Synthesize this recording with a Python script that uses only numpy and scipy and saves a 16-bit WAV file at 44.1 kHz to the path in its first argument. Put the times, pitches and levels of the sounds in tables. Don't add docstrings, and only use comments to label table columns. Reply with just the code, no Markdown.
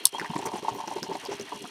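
import sys
import numpy as np
from scipy import signal
from scipy.fft import rfft, irfft, next_fast_len
from scipy.io import wavfile
from scipy.ndimage import map_coordinates

SR = 44100
rng = np.random.default_rng(int(sys.argv[2]) if len(sys.argv) > 2 else 0)


def put_to_file(sound):
    columns = np.atleast_2d(sound).T
    safe = np.clip(columns, -1, 1)
    whole_steps = np.round(safe * 32767)
    wavfile.write(sys.argv[1], SR, whole_steps.astype(np.int16))


def elevation(decibels):
    levels = np.asarray(decibels, float)
    return 10 ** (levels / 20)


N = 74970

# start_s, peak_db, pitch_hz
SHELL_KNOCKS = [(0.147, -23, 899), (0.183, -26.5, 972), (0.226, -30, 880), (0.245, -25.5, 986),
                (0.302, -25.5, 893), (0.335, -24, 916), (0.362, -22, 940), (0.391, -27, 787),
                (0.425, -28.5, 893), (0.454, -21, 932), (0.463, -27.5, 922), (0.487, -28, 990),
                (0.517, -26.5, 919), (0.535, -24.5, 720), (0.579, -27.5, 824), (0.648, -23.5, 916),
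                (0.6822, -12.5, 909), (0.75, -28.5, 907), (0.801, -20.5, 908), (0.878, -23.5, 874),
                (0.912, -24, 870), (0.934, -44, 820), (0.964, -25, 893), (0.983, -33, 943),
                (1.066, -34.5, 908), (1.114, -24.5, 896), (1.152, -24.5, 770), (1.26, -26, 862),
                (1.317, -26.5, 868), (1.521, -24, 970), (0.131, -37, 829), (0.268, -43, 930),
                (0.471, -26, 924), (0.557, -22, 869), (0.586, -64, 857), (0.623, -42, 670),
                (0.658, -30, 857), (0.722, -33, 746), (0.785, -27, 907), (0.829, -41, 943),
                (0.838, -28.5, 901), (0.89, -42, 910), (0.923, -27, 892), (1.034, -32, 762),
                (1.089, -33, 876), (1.124, -38, 840), (1.135, -66, 880), (1.163, -47, 785),
                (1.232, -32, 943), (1.328, -32.5, 880), (1.338, -51, 940), (1.502, -49, 940),
                (1.555, -37.5, 1030), (1.643, -34, 727)]
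# start_s, peak_db, pitch_hz
CHASSIS_THUDS = [(0.128, -33.5, 396), (0.193, -43, 347), (0.214, -34, 410), (0.304, -34, 223),
                 (0.355, -26.5, 328.3), (0.385, -30, 366), (0.419, -38, 335), (0.455, -27, 370),
                 (0.535, -27, 354.4), (0.626, -27.5, 418), (0.697, -52, 420), (0.72, -51, 194),
                 (0.758, -31.5, 390), (0.833, -51, 239), (0.87, -31.5, 342), (0.909, -34.5, 404),
                 (0.961, -28, 370), (1.025, -28, 389), (1.092, -28.5, 379), (1.149, -40, 282),
                 (1.232, -40, 459), (1.288, -28, 404), (1.314, -29, 424), (1.395, -31, 404),
                 (1.523, -36, 430), (1.549, -40, 220), (1.612, -37.5, 279.4), (0.181, -40, 200),
                 (0.58, -44.5, 247), (0.68, -38, 404), (0.735, -44.5, 263), (0.78, -57, 456),
                 (0.93, -50, 340), (1.112, -35.5, 351.5), (1.335, -46.5, 393), (1.415, -48, 283),
                 (1.451, -77, 432), (1.64, -34.5, 260)]


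def unit(x):
    return x / np.sqrt(np.mean(x ** 2) + 1e-20)


def wobble(rate_hz):
    knots = rng.standard_normal(int(N * rate_hz / SR) + 4)
    return map_coordinates(knots, [np.arange(N) * rate_hz / SR])


def filtered(x, response):
    size = next_fast_len(len(x) + 8192)
    spectrum = rfft(x, size) * response(np.fft.rfftfreq(size, 1 / SR))
    return irfft(spectrum, size)[:len(x)]


def body(modes):
    def response(f):
        total = 0
        for k, (hz, width_hz, db) in enumerate(modes):
            resonance = 1j * f * width_hz / (hz * hz - f * f + 1j * f * width_hz)
            total = total + (-1) ** k * elevation(db) * resonance
        return total
    return response


def lowpass(f, hz, order):
    return 1 / (1 + (f / hz) ** order)


def highpass(f, hz, order):
    return 1 / (1 + (hz / (f + 1)) ** order)


def add(out, start_s, x):
    part = out[round(start_s * SR):][:len(x)]
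    part += x[:len(part)]


def swell(t, rise_s, t60_s):
    rise = 1 - np.exp(-(t / rise_s) ** 2)
    return rise * elevation(-60 * np.maximum(t - rise_s, 0) / t60_s)


def grains(rate_hz, spread_db):
    size = elevation(spread_db * rng.uniform(-2.8, 1, N)) * np.sign(rng.standard_normal(N))
    return unit(size * (rng.random(N) < rate_hz / SR))


def jolts(rows, t60_s):
    out, t = np.zeros(N), np.arange(SR // 3) / SR
    for start_s, db, _ in rows:
        add(out, start_s - 0.006, elevation(0.64 * db - 10) * swell(t, 0.0057, t60_s))
    return out


def rings(rows, rise_cycles, rough, width, tail_db, tail, beat, t60_s, crack_db=-60):
    out, t = np.zeros(N), np.arange(SR // 5) / SR
    draws = rng.standard_normal((len(rows), len(t)))
    for (start_s, db, hz), noise in zip(rows, draws):
        band = unit(filtered(noise, lambda f: body([(hz, width * hz, 0)])(f) ** 2))
        beating = (1 - beat * np.cos(2 * np.pi * 0.203 * hz * t)) / (1 + beat)
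        tone = np.sin(2 * np.pi * hz * t) * beating + rough * band
        ring = tone * swell(t, rise_cycles / hz, t60_s / tail)
        after_rattle = elevation(tail_db) * band * swell(t, 0.008, t60_s)
        crack = unit(filtered(noise, body([(4000, 6000, 0)]))) * swell(t, 0.0004, 0.005)
        add(out, start_s, elevation(db) * (ring + after_rattle + elevation(crack_db) * crack))
    return out


def motor():
    # start_s, level_db
    motor_levels = [
        (0.0, -46.5),
        (0.44, -54),
        (1.7, -50),
    ]
    # pitch_hz, width_hz, level_db
    gearbox_modes = [(2410, 570, -7), (2850, 124, 3), (3189, 210, -2), (4260, 350, -4), (5640, 800, 1.5),
                     (9430, 1200, -4), (12000, 1300, -12)]
    # pitch_hz, gain_db
    hiss_curve = [(24, -68), (40, -31), (406, -28), (656, 2.5), (1430, 1), (1800, 4), (2900, 0),
                  (9240, -12.5), (16500, -14)]
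    t = np.arange(N) / SR
    level_db = np.interp(t, *np.transpose(motor_levels))
    shaft_hz, speedup_hz_per_s = 64.6, 4.17
    turns = shaft_hz * t + speedup_hz_per_s * t ** 2 / 2
    phase = 2 * np.pi * (turns + 0.23 * wobble(12.2))
    pulse = elevation(4.5 * np.sin(phase) + 3.5 * wobble(120))

    hz, gain_db = np.transpose(hiss_curve)

    def hiss_response(f):
        return elevation(np.interp(np.log(f + 1), np.log(hz), gain_db)) * lowpass(f, 6000, 2)

    def teeth_response(f):
        return body(gearbox_modes[4:])(f) * highpass(f, 3800, 4)

    hiss = unit(filtered(rng.standard_normal(N), hiss_response))
    mesh = rng.standard_normal(N) + 0.5 * grains(1200, 25)
    gears = unit(filtered(mesh, body(gearbox_modes[:4])))
    teeth = unit(filtered(pulse * rng.standard_normal(N), teeth_response))

    gears_gain = elevation(level_db + 2.0 * wobble(40.17))
    teeth_gain = elevation(-55.5 + 0.84 * t + 0.74 * wobble(15.05))
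    hiss_gain = elevation(0.5 * level_db - 26.5 + 4.2 * wobble(30.12))
    return gears_gain * gears + teeth_gain * teeth + hiss_gain * hiss


def whine():
    # start_s, pitch_hz, level_db
    whine_track = [(0, 3296, -70), (.014, 3260, -49), (0.041, 3217, -57), (.075, 3185, -52),
                   (.125, 3265, -64), (0.136, 3190, -41), (0.167, 3248, -42), (0.186, 3343, -62),
                   (.25, 3190, -58), (.3, 3200, -58.5), (.6, 3220, -59.5), (1.7, 3300, -60)]
    s, hz, db = np.transpose(whine_track)
    t = np.arange(N) / SR
    pitch_hz = np.interp(t, s, hz) + 70 * wobble(200)
    level_db = np.interp(t, s, db) + 3 + 4.2 * wobble(78)
    return elevation(level_db) * np.sin(2 * np.pi * np.cumsum(pitch_hz) / SR)


def chatter():
    # pitch_hz, width_hz, level_db
    shell_modes = [
        (228, 253, -10.5),
        (302.3, 27.7, -2),
        (404, 26.3, -1),
        (576, 24, -6.5),
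        (735, 48, -8.5),
        (887.4, 46, -2),
        (1016, 93, -6.5),
    ]
    upper = jolts(SHELL_KNOCKS, 0.11) + elevation(-49.0)
    lower = jolts(CHASSIS_THUDS, 0.19) + elevation(-51)

    def upper_response(f):
        return body(shell_modes[3:])(f) * lowpass(f, 1250, 6) * highpass(f, 450, 4)

    def lower_response(f):
        return body(shell_modes[:3])(f) * lowpass(f, 520, 6)

    fizz_grains = grains(4000, 17) * elevation(3.5 * wobble(120))
    fizz = unit(filtered(fizz_grains, body([(1900, 3300, 8), (6000, 5000, 3.0)])))
    upper_ring = unit(filtered(grains(700, 4), upper_response))
    lower_ring = unit(filtered(grains(250, 1.03), lower_response))
    shell = elevation(-13) * upper * upper_ring + elevation(-10.5) * lower * lower_ring
    return shell + elevation(-25.5) * (upper + lower) * fizz


def scrapes():
    # start_s, length_s, level_db, pitch_hz, width_hz
    rubs = [(.04, .008, -46, 12000, 2000), (0.047, 0.0099, -43.5, 2190, 900),
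            (0.057, 0.017, -38.5, 2906, 100), (.002, 0.042, -46, 360, 154), (0.037, 0.038, -43, 956, 490),
            (0.39, 0.0031, -38.5, 7660, 2500), (0.452, 0.023, -38.5, 7540, 6000),
            (0.683, .022, -48, 6300, 2980), (0.08, .018, -52, 9000, 6000), (0.56, 0.019, -54, 9100, 3400),
            (0.733, 0.047, -57, 14000, 2500), (1.046, 0.016, -56, 6000, 1926),
            (1.269, 0.005, -44, 4140, 3800), (1.312, 0.036, -46.5, 5870, 1230)]
    out, t = np.zeros(N), np.arange(SR // 10) / SR
    draws = rng.standard_normal((len(rubs), len(t)))
    for (start_s, length_s, db, hz, width_hz), noise in zip(rubs, draws):
        band = unit(filtered(noise, lambda f: body([(hz, width_hz, 0)])(f) ** 2))
        shape = np.sqrt(np.sin(np.pi * np.clip(t / length_s, 0, 1)) + 1e-9)
        grip_db = 3 * wobble(300)[round(start_s * SR):][:len(t)]
        add(out, start_s, elevation(db + grip_db) * band * shape)
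    return out


def bumps():
    # start_s, peak_db, pitch_hz
    low_pushes = [(0.05, -46.5, 120), (0.208, -38.5, 180), (0.294, -31.5, 170), (0.354, -29, 186),
                  (0.379, -41, 112), (0.539, -35, 189), (0.708, -35.5, 139), (0.748, -50, 188),
                  (1.019, -39, 176), (1.083, -34.5, 178), (1.402, -48.5, 181), (1.537, -39, 190)]
    return rings(low_pushes, rise_cycles=0.58, rough=0.52, width=0.84,
                 tail_db=-13, tail=1, beat=0, t60_s=0.073)


def latch():
    # start_s, level_db, t60_s
    snaps = [
        (0.0532, -5, 0.012),
        (0.0684, -16.5, 0.004),
        (0.0765, -36, 0.006),
    ]
    # pitch_hz, width_hz, level_db
    latch_modes = [(3600, 900, -10), (4350, 800, -5), (5450, 900, -4), (6500, 900, -12), (7500, 800, -7),
                   (8500, 900, 0), (10600, 1600, -1), (12200, 1600, -6), (14300, 2500, -11)]
    out, t = np.zeros(N), np.arange(SR // 8) / SR

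    def bright_response(f):
        return body(latch_modes)(f) * highpass(f, 3000, 8)

    for start_s, db, t60_s in snaps:
        ring = np.zeros(len(t))
        for hz, _, mode_db in latch_modes:
            ring += elevation(mode_db) * np.sin(2 * np.pi * (hz * t + rng.random()))
        noise = unit(filtered(rng.standard_normal(len(t)), bright_response))
        dull = unit(filtered(noise, lambda f: lowpass(f, 4500, 2)))
        crack = (ring + 0.7 * noise) * swell(t, 0.0011, t60_s)
        after_rattle = elevation(-19) * dull * swell(t, 0.00067, 0.065)
        add(out, start_s, elevation(db) * (crack + after_rattle))
    return filtered(out, lambda f: highpass(f, 2600, 6))


def thuds():
    return rings(CHASSIS_THUDS, rise_cycles=0.8, rough=0.2, width=1.0,
                 tail_db=-12.5, tail=1.0, beat=0.2, t60_s=0.099)


def knocks():
    return rings(SHELL_KNOCKS, rise_cycles=0.55, rough=0.12, width=0.41,
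                 tail_db=-27.5, tail=0.81, beat=0.49, t60_s=0.048, crack_db=-26.5)


def ticks():
    # start_s, peak_db, pitch_hz
    part_ticks = [(0.197, -26, 5300), (0.379, -29, 7760), (0.4612, -27.5, 6000), (0.6903, -37, 5840),
                  (0.8748, -30, 5860), (0.985, -36.5, 4260), (1.0292, -16.5, 5270), (1.0496, -38, 5840),
                  (1.133, -34, 5130), (1.1502, -33, 4070), (1.1777, -42, 5070), (1.2508, -23.5, 5270),
                  (1.2606, -30, 4770), (1.3024, -40, 5940), (1.397, -31, 5380), (1.4113, -29, 5970),
                  (0.4805, -41, 8940), (0.4315, -37, 6000), (0.5415, -37, 6000), (0.5775, -43, 5840),
                  (0.583, -36, 6000), (1.2825, -52, 5500), (1.3135, -35, 5170), (0.1825, -34, 5770),
                  (0.3035, -46, 5000)]
    return rings(part_ticks, rise_cycles=6.0, rough=0.45, width=0.3,
                 tail_db=-19, tail=8, beat=0, t60_s=0.05, crack_db=-9)


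def clacks():
    # start_s, peak_db, pitch_hz
    axle_clacks = [(0.1969, -16.5, 1850), (0.2141, -20.5, 1540), (0.259, -24.5, 1900),
                   (0.3608, -25.5, 1920), (0.4655, -24.5, 1370), (1.0293, -27, 1465), (1.1533, -31.5, 2020),
                   (1.6536, -27, 1260), (0.246, -29, 1910), (0.3024, -32, 2860), (0.4231, -32, 2660),
                   (0.461, -28, 2040), (0.472, -31.5, 2270), (0.682, -42, 1880), (0.7489, -35, 1907),
                   (0.9329, -52, 2620), (1.0896, -44, 3080), (1.2592, -28.5, 3080), (0.586, -32, 3200)]
    return rings(axle_clacks, rise_cycles=1.0, rough=0.32, width=0.29,
                 tail_db=-15, tail=3.95, beat=0, t60_s=0.027, crack_db=-19.5)


def scene():
    t = np.arange(N) / SR
    recover_s = 0.128
    duck = elevation(np.interp(t, [0.056, 0.12, 0.12001, recover_s], [0, -10, -4, 0]))
    chatter_gain = np.where(t < recover_s, 0.4, 1)
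    running = duck * motor() + whine() + chatter_gain * chatter() + scrapes()
    impacts = bumps() + latch() + thuds() + knocks() + ticks() + clacks()
    return (running + impacts)[None]


def roll_off(x):
    return signal.sosfilt(signal.butter(12, 16840, fs=SR, output="sos"), x)


def record(dry):
    def microphone(f):
        return (1j * f / (70 + 1j * f)) ** 2 * lowpass(f, 15800, 20)

    mix = filtered(dry[0], microphone)[None]
    return roll_off(mix)


dry = scene()
out = record(dry)
put_to_file(out)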